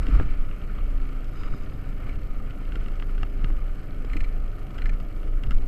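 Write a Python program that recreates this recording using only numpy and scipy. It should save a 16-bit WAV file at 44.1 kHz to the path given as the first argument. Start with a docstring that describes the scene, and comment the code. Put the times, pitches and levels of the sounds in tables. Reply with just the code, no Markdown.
"""A sled rolls down a steel pipe on out-of-round wheels that hum and throb with every turn.
Their rough contact rumbles and rings the plastic shell, and pipe joints jolt the sled.
Bumps come through the seat, loose parts and the brake lever rattle, and the brake pad brushes the pipe.
Sway and wind push the microphone of a cased camera on the rider's chest.
Behind it all, the microphone hisses and the camera's electronics leak a faint pulsed whine."""
import sys
import numpy as np
from scipy import signal
from scipy.fft import rfft, irfft, next_fast_len
from scipy.io import wavfile
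from scipy.ndimage import uniform_filter1d

SR = 44100
rng = np.random.default_rng(int(sys.argv[2]) if len(sys.argv) > 2 else 0)


def int16_out(signal):
    """Quantize to a 16-bit WAV file."""
    q = np.round(np.clip(np.atleast_2d(signal).T, -1, 1) * 32767)
    wavfile.write(sys.argv[1], SR, q.astype(np.int16))


N = 250047
T = np.arange(N) / SR
FFT_SIZE = next_fast_len(N)
FREQS = np.maximum(np.arange(FFT_SIZE // 2 + 1) * SR / FFT_SIZE, 1.)

# How fast the larger wheel spins (time [s], speed [turns/s])
WHEEL_SPEED = [(0, 26.82), (.5, 26.59), (1, 26.42), (1.5, 26.3), (2, 26.24), (3, 26.25), (4, 26.31),
               (5, 26.26), (5.67, 26.15)]
# Tones from the wheels' dents (pitch [multiple of wheel speed], larger wheel [dB], smaller wheel [dB])
WHEEL_TONES = [(2, -52, -59), (3.003, -55, -59.5), (4.003, -54.5, -55), (5.046, -54.5, -58.5),
               (5.96, -78, -61), (7.014, -60, -58.5), (8.005, -63.5, -66.5), (8.91, -64, -61),
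               (10.01, -56, -55.5), (11.05, -81.5, -55.5), (11.97, -61, -62), (12.98, -63.5, -69.5),
               (14.22, -74, -81.5), (15.07, -58, -79), (16.06, -63.5, -73), (17.92, -69, -79),
               (18.91, -76, -67.5), (20.14, -72, -91), (21.05, -72.5, -78), (22.1, -66.5, -70.5),
               (22.92, -69, -73), (23.8, -71, -85), (26.1, -85, -88), (27.6, -77, -87), (29.37, -73, -85)]
# How hard the wheels throb (time [s], level [dB])
THROB_LEVEL = [(0, -29), (.25, -30), (.39, -21), (.52, -34), (.65, -25.5), (.95, -21.5), (1.3, -28.5),
               (1.55, -27), (1.7, -31), (2.15, -33), (2.32, -34.5), (2.8, -26), (3.3, -29), (3.47, -20),
               (3.6, -32.5), (3.71, -22), (3.85, -34), (4.18, -21), (4.45, -25.5), (4.74, -33),
               (4.87, -16.5), (5.22, -31), (5.37, -18), (5.45, -28), (5.51, -23), (5.67, -26)]
# Strength of the rumble and wind between jolts (time [s], level [dB])
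RUMBLE_LEVEL = [(0.0, -37.5), (0.28, -41), (2.19, -40.5), (2.95, -41), (3.68, -41.5), (4.67, -40),
                (5.26, -41), (5.67, -40)]
# Tone of the rumble and wind (frequency [Hz], relative level [dB])
RUMBLE_TONE = [(26, -52), (45, -3), (58, -10.5), (97, -9.5), (274, -24), (365, -27), (398, -25.5),
               (525, -28.5), (765, -30.5), (900, -45.5), (1170, -50), (1980, -120)]
# The shell's and camera case's modes, or pitches they ring at (pitch [Hz], width [Hz], gain [dB])
SHELL_MODES = [(590, 370, -17), (958, 197, -8), (1262, 262, 4.5), (1497, 206, -3.5), (1737, 256, -4),
               (2219, 523, -5), (2963, 735, -10.5), (3794, 270, -23), (4120, 940, -19), (4800, 660, -36),
               (5160, 320, -21.5), (6350, 910, -39), (7730, 1050, -26.5), (9740, 670, -28.5)]
# Jolts from pipe joints and rough spots (time [s], shudder [dB], sway [dB], rolling noise boost [dB])
JOLTS = [(.01, -22.5, -21.5, 3.5), (0.144, -18.5, -18.5, 8), (.31, -44, -20.5, -0.5), (.80, -27.5, -35, 1),
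         (.98, -38, -36, 0.5), (1.45, -45, -24.5, 3), (2.10, -37, -26.5, 3), (2.20, -52, -20.5, -1.5),
         (2.76, -36, -27, 2), (3.44, -29.5, -25, 3.5), (4.14, -26, -22, 4), (4.84, -30.5, -34, 2.5),
         (5.46, -27.5, -12.5, 0.5)]
# Dull bumps through the seat (time [s], strength [dB], pitch [Hz], fade length [swings])
SEAT_BUMPS = [(.084, -22.5, 269, 3.3), (.101, -25, 200, 1), (0.125, -13, 44, 3.1), (0.125, -17, 149, 0.51),
              (0.133, -21, 150, 0.45), (.153, -28, 292, 2), (0.189, -18, 52, 0.82),
              (0.194, -16.5, 138, 0.93), (0.1992, -16.5, 304, 0.53), (0.2094, -12.5, 260, 0.44),
              (0.2157, -18, 196, 0.33), (0.228, -21.5, 161, 0.81), (.255, -28, 119, 1.5),
              (1.426, -32, 173, 1.1), (1.537, -29, 133, 1), (1.546, -26, 238, 0.93),
              (2.091, -23.5, 280, 0.64), (2.766, -26.5, 264, 0.74), (2.861, -33, 227, 2.4),
              (3.178, -35, 140, 0.72), (3.2298, -21, 96, 0.62), (3.3916, -26, 193, 0.89),
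              (3.443, -16, 126, 0.82), (3.502, -31, 296, 2.5), (4.046, -27.5, 390, 1.55),
              (4.138, -37, 198, 0.38), (4.157, -26, 292, 3), (5.435, -29, 110, 1.2), (5.469, -31, 130, 1.0),
              (5.478, -13, 30.2, 2.7), (5.509, -24, 232, 1.06), (5.5205, -26.5, 131, 1.0)]
# Loose parts hit the camera mount (time [s], peak [dB], middle boost [dB], treble boost [dB], pitch [Hz])
MOUNT_KNOCKS = [(0.0313, -37, 3, 11, 1290), (0.0677, -32.5, 3, 1, 1540), (0.0844, -33, 3, 7, 1260),
                (0.1714, -42, 4, 12, 1190), (0.198, -21, -12.5, -17, 1200), (0.209, -32, -13, -7, 1150),
                (0.512, -36, -1, -3, 1330), (0.6967, -37, -18, -15, 1410), (0.7854, -34.5, -4, -9, 1210),
                (1.2444, -43.5, 10, 21, 1290), (1.4344, -33.5, 1, 0, 1270), (1.5375, -35.5, -19, -10, 1330),
                (1.635, -42, 8, 17, 1270), (2.5072, -36.5, 10, 4, 1370), (2.654, -43, 20, 4, 1265),
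                (2.721, -34.5, 6, 1, 1480), (2.756, -31, 4, 5, 1400), (2.8604, -37, 9, -1, 1250),
                (2.884, -36, 1, 4, 1340), (2.9986, -32.5, 2, -3, 1460), (3.0239, -29.5, 2, -6, 1260),
                (3.1792, -35, 0, -2, 1430), (3.2312, -23, -2.5, -2, 1250), (3.3931, -44, -4, -3, 1300),
                (3.444, -26, 7.5, 1, 1310), (3.503, -35, -8, -8, 1150), (4.0482, -41, 6, 11, 1500),
                (4.781, -35.5, 3, 5, 1320), (4.7855, -32.5, 1, 0, 1400), (4.871, -50, 0, 26, 1265),
                (5.001, -36, 4, 7, 1270), (5.436, -31, 11.5, 7, 1500), (5.47, -40, 11, 10, 1210),
                (5.5085, -26.5, 1.5, 4.5, 1330), (5.518, -33.5, 0, 4, 1420), (5.527, -40, -10, 0, 1250)]
# How the camera mount rings (pitch [Hz], width [Hz], gain [dB])
MOUNT_MODES = [(693, 400, -12), (1265, 193, 2.5), (1624, 255, -10.5), (2033, 320, -7), (2770, 430, -8),
               (3265, 270, -15), (3680, 270, -18), (4310, 370, -24.5), (5120, 740, -24.5),
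               (6360, 470, -33.5), (7250, 860, -27), (9400, 600, -35)]
# The brake lever knocks (time [s], peak [dB], middle boost [dB], treble boost [dB], pitch [Hz])
LEVER_KNOCKS = [(2.0934, -34.5, 5, 8, 1340), (4.0976, -40, 7, 0, 1340), (4.1327, -28.5, -3, 1.5, 1400),
                (4.167, -30, 2.5, 10, 1310), (4.205, -28.5, 0, 5.5, 1320), (4.243, -35, 5, 12, 1330),
                (4.819, -31.5, 1, 0, 1370), (4.857, -29, -7, -3, 1340), (4.8932, -31, -11, -5, 1350)]
# How the lever rings (pitch [Hz], width [Hz], gain [dB])
LEVER_MODES = [(1340, 260, -7), (1770, 170, 1), (2066, 210, 1.5), (2330, 280, 2), (2870, 770, -9.5),
               (4140, 260, -11), (5000, 450, -24.5), (6170, 280, -25.5), (7060, 680, -24),
               (8160, 1100, -31), (11500, 2800, -34.5)]
# How a flaw in the wheel rings (pitch [Hz], width [Hz], gain [dB])
TICK_MODES = [(2250, 400, -2), (2750, 400, -1), (3250, 450, 0), (3850, 400, -10), (4420, 380, -3),
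              (5050, 400, -10), (6100, 1100, -14)]
# The brake pad brushes the pipe (time [s], level [dB], rise [s], fall [s])
PAD_BRUSHES = [(.1, -74, .11, .11), (1.43, -65, .1, 0.19), (2.8, -79, 0.22, .2)]
# How the pad rings (pitch [Hz], width [Hz], gain [dB])
PAD_MODES = [(3730, 430, -6.5), (4950, 210, -3), (6360, 300, -15), (7130, 410, -16)]
# Tone of the microphone hiss (frequency [Hz], relative level [dB])
HISS_TONE = [(500, 19.5), (3000, -9), (6000, 6), (11000, 4), (14000, 3.5), (15200, -7)]

SMALL_WHEEL_RATIO = 1.0049  # the smaller wheel spins this many times as fast


def wheel_hum(turns):
    """Dents come round every turn and make tones; two wheels of nearly one size beat slowly together."""
    hum = np.zeros(N)
    for wheel, ratio in enumerate((1, SMALL_WHEEL_RATIO)):
        slipped = ratio * turns + .004 * wander(3.03)  # the wheel slips a little on the pipe
        for multiple, *levels_db in WHEEL_TONES:
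            gain = from_db(levels_db[wheel] + 1.7 * wander(3.004))  # wavers with the load
            hum += gain * np.sqrt(2) * np.sin(2 * np.pi * (multiple * slipped + rng.random()))
    return hum


def wheel_throb(turns):
    """Each out-of-round wheel pushes the sled once a turn, the smaller one half as hard."""
    wobble = .62 * wander(3.6)
    large = np.sin(2 * np.pi * (turns - .42) + wobble)
    small = np.sin(2 * np.pi * (SMALL_WHEEL_RATIO * turns - .78) + wobble)
    return from_db(curve(THROB_LEVEL) + 2.56 * wander(7)) * normalize(large + .5 * small)


def rumble(boost_db):
    """Rolling and wind make a deep noise that takes a share of each jolt's boost."""
    rough = noise() * from_db(.94 * wander(24.98))
    return from_db(curve(RUMBLE_LEVEL) + .35 * boost_db) * normalize(shape_tone(rough, RUMBLE_TONE))


def shell_ring(boost_db, start_db=-52, fade_db_per_s=.39):
    """The gritty contact of wheel on pipe rings the plastic shell and the camera case."""
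    grit = noise() * from_db(1.7 * wander(150))
    ringing = ring_modes(grit, SHELL_MODES, flicker_db=.93)
    return from_db(start_db - fade_db_per_s * T + boost_db) * ringing


def rider_sway(lag_s=.074):
    """Sled and rider sway against the microphone, more after a jolt, which the body answers late."""
    gain = from_db(-33.5 + 2.1 * wander(5.4))
    gain += sum(from_db(db) * swell(s + lag_s, rise_s=.06, fall_s=.074) for s, _, db, _ in JOLTS)
    motion = even_out(ring(noise(), hz=13, width=16))
    return gain * normalize(ring(motion, hz=12, width=30))


def case_shudder():
    """The camera case shakes with a low flutter that jumps at each jolt."""
    gain = from_db(-39 + .96 * wander(5.2))
    gain += sum(from_db(db) * swell(s, rise_s=.025, fall_s=.072) for s, db, _, _ in JOLTS)
    return gain * even_out(ring(noise(), hz=38.6, width=27.1))


def seat_bumps(size=16384):
    """Each bump through the seat is a few swings that die quickly, inward first."""
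    out = np.zeros(N + size)
    for s, db, hz, swings in SEAT_BUMPS:
        cycles = np.arange(size) / SR * hz
        rise = 1 - np.exp(-(cycles / .17) ** 2)
        fade = np.exp(-cycles / swings)
        start = int(s * SR)
        out[start:start + size] -= from_db(db) * np.sin(2 * np.pi * cycles) * rise * fade
    return out[:N]


def knocks(events, modes, skitter_s, blow, size=4096):
    """A part lands one clean blow, then skitters; harder contact boosts the higher modes."""
    out = np.zeros(N + size)
    t = np.arange(size) / SR
    freqs = np.maximum(np.arange(size // 2 + 1) * SR / size, 1.)
    for s, db, middle_db, treble_db, pitch_hz in events:
        contact = rng.standard_normal(size) * np.exp(-t / skitter_s) * np.minimum(t / .00087, 1)
        contact[0] += blow
        boosts_db = (0, middle_db, middle_db, treble_db, treble_db - 4)
        response = 0
        for k, (hz, width, gain_db) in enumerate(modes):
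            if 1000 < hz < 1400:  # the main low mode shifts with the spot struck
                hz = pitch_hz
            boost_db = np.interp(hz, (1500, 2300, 3500, 5200, 7000), boosts_db)
            response += (-1) ** k * from_db(gain_db + boost_db) * resonance(freqs, hz, width)
        knock = irfft(rfft(contact) * response, size)
        start = int(s * SR)
        out[start:start + size] += from_db(db) * knock / np.abs(knock).max()
    return out[:N]


def loose_parts(faint_per_s=2.2):
    """Loose parts knock on the camera mount, with fainter knocks at random times in between."""
    gap, softness, middle, treble, pitch = rng.random((40, 5)).T
    times = np.cumsum(-np.log(gap) / faint_per_s)
    faint = np.transpose([times, -40.5 - 12 * softness, 20 * middle - 8, 8 * treble - 3,
                          1200 + 300 * pitch])
    return knocks([*MOUNT_KNOCKS, *faint[times < T[-1]]], MOUNT_MODES, skitter_s=.0028, blow=10.6)


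def brake_lever():
    """The brake lever chatters, at times once a wheel turn."""
    return knocks(LEVER_KNOCKS, LEVER_MODES, skitter_s=.0049, blow=9.3)


def wheel_tick(turns, lag_turns=.02):
    """A flaw in the wheel strikes softly once a turn and grates for a moment."""
    flaw_turns = turns - lag_turns
    strike = np.diff(np.floor(flaw_turns), prepend=-1)
    grating = .11 * noise() * np.exp(-(flaw_turns % 1) / .06)
    return from_db(-70 + 2.2 * wander(12)) * ring_modes(strike + grating, TICK_MODES, flicker_db=1)


def brake_pad():
    """The pad scrapes very faintly all along and rings louder when it brushes the pipe."""
    gain = from_db(-80) + sum(from_db(db) * swell(s, rise, fall) for s, db, rise, fall in PAD_BRUSHES)
    friction = noise() * from_db(2 * wander(60))
    return gain * ring_modes(friction, PAD_MODES, flicker_db=.4)


def camera_whine(pitch_hz=12904, bursts_per_s=47.97, on_share=.385):
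    """The electronics leak a high tone in bursts; each flips the wave over and shifts it at random."""
    cycle = T * bursts_per_s + .08
    burst = cycle.astype(int)
    gate = uniform_filter1d(1. * (cycle % 1 < on_share), size=40)
    phase = np.pi * burst + 1.1 * rng.standard_normal(burst[-1] + 1)[burst]
    return from_db(-68 + .74 * wander(40)) * gate * np.sin(2 * np.pi * pitch_hz * T + phase)


def microphone_hiss():
    """The microphone adds a quiet, slightly grainy hiss."""
    grainy = noise() * from_db(2 * wander(200))
    return from_db(-67.5) * normalize(shape_tone(grainy, HISS_TONE))


def from_db(db):
    """Turn decibels into a number to multiply by."""
    return 10 ** (np.asarray(db) / 20)


def normalize(x):
    """Scale a signal to an average (RMS) strength of 1."""
    return x / np.sqrt(np.mean(x ** 2))


def noise():
    """White noise: all frequencies equally strong."""
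    return rng.standard_normal(N)


def wander(per_s):
    """A smooth random drift of size about 1, with per_s new values a second."""
    hold = int(SR / per_s)
    steps = np.repeat(rng.standard_normal(N // hold + 1), hold)
    return normalize(uniform_filter1d(uniform_filter1d(steps, hold), hold)[:N])


def curve(table):
    """Join (time, value) points with straight lines."""
    return np.interp(T, *np.transpose(table))


def swell(s, rise_s, fall_s):
    """Rise softly to 1 at time s, then die away."""
    return np.where(T < s, np.exp(-((T - s) / rise_s) ** 2), np.exp(-np.abs(T - s) / fall_s))


def even_out(x):
    """Smooth away most of the chance swells in a narrow band of noise."""
    envelope = np.abs(signal.hilbert(normalize(x), FFT_SIZE)[:N])
    return normalize(x / (envelope + .3) ** .6)


def apply_filter(x, response):
    """Multiply each frequency in a signal by its own gain."""
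    return irfft(rfft(np.resize(x, FFT_SIZE)) * response, FFT_SIZE)[:N]


def shape_tone(x, points):
    """Filter a signal along a line of (frequency, level) points."""
    hz, db = np.transpose(points)
    return apply_filter(x, from_db(np.interp(np.log(FREQS), np.log(hz), db)))


def resonance(freqs, hz, width):
    """A steep filter curve that passes hz fully and weakens frequencies on either side."""
    return (1 / (1 + 1j * (freqs ** 2 - hz ** 2) / (freqs * width))) ** 2


def ring(x, hz, width):
    """Let a signal ring one resonance."""
    return apply_filter(x, resonance(FREQS, hz, width))


def ring_modes(x, modes, flicker_db):
    """Ring an object's modes, alternating in sign and each flickering; the sum has strength 1."""
    return normalize(sum((-1) ** k * from_db(db + flicker_db * wander(14)) * ring(x, hz, width)
                         for k, (hz, width, db) in enumerate(modes)))


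def scene():
    """Add the wheels, shaking, brake and camera sounds into one channel."""
    turns = np.cumsum(curve(WHEEL_SPEED)) / SR
    boost_db = sum(db * swell(s, rise_s=.084, fall_s=.15) for s, _, _, db in JOLTS)
    wheels = wheel_hum(turns) + wheel_throb(turns) + wheel_tick(turns)
    rolling = rumble(boost_db) + shell_ring(boost_db)
    shaking = rider_sway() + case_shudder() + seat_bumps() + loose_parts()
    brake = brake_lever() + brake_pad()
    camera = camera_whine() + microphone_hiss()
    return (wheels + rolling + shaking + brake + camera)[None]


def record(dry, cutoff_hz=15100):
    """Cut off the highest treble."""
    return signal.sosfilt(signal.ellip(8, .2, 60, cutoff_hz, fs=SR, output="sos"), dry)


dry = scene()
out = record(dry)
int16_out(out)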